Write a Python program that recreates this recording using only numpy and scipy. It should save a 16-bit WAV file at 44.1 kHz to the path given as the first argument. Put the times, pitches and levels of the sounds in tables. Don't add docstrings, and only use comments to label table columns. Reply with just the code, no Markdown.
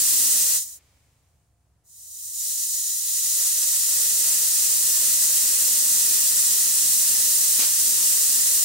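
import sys
import numpy as np
from scipy import signal
from scipy.fft import rfft, irfft
from scipy.io import wavfile

SR = 44100
rng = np.random.default_rng(int(sys.argv[2]) if len(sys.argv) > 2 else 0)


def materialize(psi):
    bounded = np.clip(np.atleast_2d(psi).T, -1, 1)
    quanta = np.round(bounded * 32767).astype(np.int16)
    wavfile.write(sys.argv[1], SR, quanta)


N = 381024
TIME_S = np.arange(N) / SR
FREQ_HZ = np.arange(N // 2 + 1) * SR / N


def undb(db):
    return 10 ** (np.asarray(db) / 20)


def contour(rows):
    hz, *columns = np.transpose(rows)
    return np.array([np.interp(np.log(FREQ_HZ + 1), np.log(hz), column) for column in columns])


def walk(rate_hz):
    drift = irfft(rfft(rng.standard_normal(N)) * np.exp(-(FREQ_HZ / rate_hz) ** 2), N)
    return (drift - drift.mean()) / drift.std()


def turbulence(gain, likeness, left_lag_s=0):
    shared, *own = rfft(rng.standard_normal((3, N)))
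    share = np.clip(contour(likeness), 0, 1)
    shared_left = shared * np.exp(-2j * np.pi * FREQ_HZ * left_lag_s)
    direct = np.array([shared_left, shared])
    mixed = np.sqrt(share) * direct + np.sqrt(1 - share) * np.array(own)
    noise = irfft(gain * mixed, N)
    return noise / noise.std()


def ringing(modes):
    power = sum(undb(level_db) ** 2 / (1 + ((FREQ_HZ - hz) / width_hz * 2) ** 2) ** 1.36
                for hz, width_hz, level_db in modes)
    return np.sqrt(power)


def reflections(strength, spread_s, count=40):
    response = np.zeros((2, N))
    for side in response:
        delay_s = spread_s * (.5 + rng.exponential(size=count))
        side[(delay_s * SR).astype(int)] = strength * rng.standard_normal(count) / np.sqrt(count)
    response[:, 0] = 1
    return rfft(response)


# time_s, gap (share of fully open)
SCREW_GAP = [(.25, 0.88), (.55, 0.38), (.6, 0.11), (.645, 0.036), (.75, 0.015), (.795, 0.00052), (1.835, 0),
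             (2.1, .018), (2.33, .046), (2.44, 0.11), (3.0, 0.12), (3.4, 0.24), (5.8, 0.65)]


def screw_gap_db():
    time_s, gap = np.transpose(SCREW_GAP)
    return 20 * np.log10(np.maximum(np.interp(TIME_S, time_s, gap), 1e-6))


CHOKED_DB, CHOKE_GAP = -20, 0.26


def flow(gap_db):
    return CHOKED_DB - 10 * np.log10(1 + (CHOKE_GAP / undb(gap_db)) ** 2)


# freq_hz, left_db, right_db
JET_COLOUR = [(99.8, -50, -56.5), (802, -46, -43.5), (1430, -40.5, -38), (2050, -17.5, -39.5),
              (2240, -29, -43), (3060, -16.5, -17.5), (3820, -11, -13.5), (6000, -11.5, -4.5),
              (7420, -2.5, -2), (8900, -5.5, -0.5), (11800, -5, -10.5), (15500, -7, -8)]
# freq_hz, width_hz, left_db, right_db
NOOK_MODES = [(3157, 174, -7.5, -5), (3572, 81, -16.5, -7.5), (4900, 180, 5, -4.5), (5855, 390, 5, 1.8),
              (6470, 180, 4.5, -0.3), (7170, 86, 3.5, 4.5), (7596, 49, -13.5, 7.5), (8160, 130, 3.5, -0.1),
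              (8870, 240, 4, 1.5), (9930, 300, 2, 1.5), (10760, 250, 1.5, -7), (11760, 260, -1, -1),
              (12490, 380, -7, -2.5), (12730, 170, 8.5, -1.5), (13400, 580, 4, 2.5), (15570, 190, 5.5, 2)]
# freq_hz, coherence (0-1)
JET_COHERENCE = [(500, 0.94), (2000, 0.92), (4000, 0.51), (6000, 0.2), (10000, 0.54), (13000, 0.14),
                 (15000, .4)]
JET_LEFT_LAG_S = 2.3e-5
ECHO_STRENGTH = .21


def jet(flow_db):
    nook_db = sum(np.outer([left_db, right_db], np.exp(-((FREQ_HZ - hz) / width_hz) ** 2))
                  for hz, width_hz, left_db, right_db in NOOK_MODES)
    colour = undb(contour(JET_COLOUR) + nook_db)
    spectrum = rfft(turbulence(colour, JET_COHERENCE, JET_LEFT_LAG_S))
    spectrum = spectrum * reflections(ECHO_STRENGTH, spread_s=.008, count=120)
    before = irfft(spectrum * reflections(ECHO_STRENGTH, spread_s=.003), N)
    after = irfft(spectrum * reflections(ECHO_STRENGTH, spread_s=.003), N)
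    hand = np.clip(TIME_S / TIME_S[-1] + 0.071 * walk(1.2), 0, 1)
    hiss = (1 - hand) * before + hand * after
    thin = irfft(rfft(hiss) / (1 + (5000 / (FREQ_HZ + 1)) ** 5), N)
    openness = np.clip((flow_db + 39.0) / 13, .5, 1)
    blend = openness * hiss + (1 - openness) * undb(1.5) * thin
    return blend * undb(flow_db + 3.0)


# freq_hz, width_hz, level_db (re flow level)
CHANNEL_TONES = [(1940, 180, -37.5), (3120, 460, -30.5), (3970, 210, -21.5), (5080, 290, -20.5),
                 (6000, 300, -12.5), (6946, 160, -7.5), (9400, 100, -23.5)]


def channel(flow_db, drowned_db=-19.5, range_db=5.5):
    tones = sum(undb(level_db) * turbulence(ringing([(hz, width_hz, 0)]), JET_COHERENCE, JET_LEFT_LAG_S)
                for hz, width_hz, level_db in CHANNEL_TONES)
    clarity = np.clip((drowned_db - flow_db) / range_db, 0, 1)
    return tones * clarity * undb(flow_db + 1.0 * walk(6))


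# freq_hz, width_hz, level_db
ROAR_RESONANCES = [(120.4, 83, -6), (421, 36, -6), (544, 167, -2), (636, 76, -8), (1016, 138, -3),
                   (1370, 590, -5), (1915, 410, 1.5), (2508, 190, 2.5), (2800, 89, 6.5), (3070, 81, 5.5),
                   (3370, 127, 4.5)]
# freq_hz, width_hz, level_db
RUMBLE_RESONANCES = [(75, 45, -0.5), (122.1, 27, -5.5), (238, 31, 7), (300, 25, 0)]
# freq_hz, coherence (0-1)
LOW_COHERENCE = [(60, .92), (300, .92), (640, .7), (900, .3), (1500, .55), (3000, .35), (8000, .1)]
RUMBLE_DB, RUMBLE_GROWTH = -52.5, 1.1


def roar(flow_db, gap_db, full_db=-21.5, steepness=2.7):
    drive_db = steepness * np.minimum(flow_db - full_db, 0.4)
    upper_db = drive_db - 43.0 + .5 * walk(9)
    upper = turbulence(ringing(ROAR_RESONANCES), LOW_COHERENCE) * undb(upper_db)
    lower_db = RUMBLE_DB + RUMBLE_GROWTH * gap_db + 1.0 * walk(8)
    lower = turbulence(ringing(RUMBLE_RESONANCES), LOW_COHERENCE) * undb(lower_db)
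    return upper + lower


def rush(envelope, colour):
    return turbulence(undb(contour(colour)), LOW_COHERENCE) * envelope


# freq_hz, level_db
SPIT_SPECTRUM = [(100, -23), (250, -1), (700, -4), (1000, -0.5), (2000, 0), (4500, 8.5), (7000, 10.5),
                 (15000, -9)]
SPIT_START_S, SPIT_DB = 7.583, -24.5
SPIT_ATTACK_S, SPIT_HOLD_S, SPIT_T60_S = 0.015, 0.043, 0.18


def spit():
    age_s = TIME_S - SPIT_START_S
    attack = np.clip(age_s / SPIT_ATTACK_S, 0, 1)
    release_s = np.maximum(age_s - SPIT_ATTACK_S - SPIT_HOLD_S, 0)
    release = np.exp(-np.log(1000) * release_s / SPIT_T60_S)
    return rush(undb(SPIT_DB) * attack * release, SPIT_SPECTRUM)


# freq_hz, level_db
FILLER_SPECTRUM = [(150, 3), (500, 0.5), (750, -1.5), (1000, -1), (1600, -2), (2300, 2.5), (3000, -1.5),
                   (7500, -2), (11000, -9.5), (15500, -14.5)]
FILLER_DB, EVEN_S, FILLER_FADE = -54.5, 1.88, 2.12


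def filler():
    pressure = np.maximum(1 - TIME_S / EVEN_S, 0)
    return rush(undb(FILLER_DB) * pressure ** FILLER_FADE, FILLER_SPECTRUM)


# freq_hz, level_db
OUTDOOR_COLOUR = [(20, -14), (45, -12), (75, 3.5), (130, 0), (200, -14), (400, -18.5), (900, -19.5),
                  (1500, -26), (3500, -32), (9000, -28), (15000, -38)]
# pitch_hz, level_db (mean rms)
HUM_TONES = [(65, -71), (699, -87)]


def outdoors():
    rumble = turbulence(undb(contour(OUTDOOR_COLOUR)), LOW_COHERENCE) * undb(-67.0 + 1.2 * walk(3))
    hum = 0
    for pitch_hz, level_db in HUM_TONES:
        amplitude = np.sqrt(2) * undb(level_db + 1.5 * walk(2))
        phase = 2 * np.pi * np.cumsum(pitch_hz + 0.59 * walk(3)) / SR
        hum = hum + amplitude * np.sin(phase)
    return rumble + hum


def scene():
    gap_db = screw_gap_db()
    flow_db = flow(gap_db) + 0.43 * walk(22)
    bleed = jet(flow_db) + channel(flow_db) + roar(flow_db, gap_db)
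    return bleed + spit() + filler() + outdoors()


TOP_HZ = 15760


def record(dry):
    return signal.sosfilt(signal.ellip(12, .1, 80, TOP_HZ, fs=SR, output="sos"), dry)


dry = scene()
out = record(dry)
materialize(out)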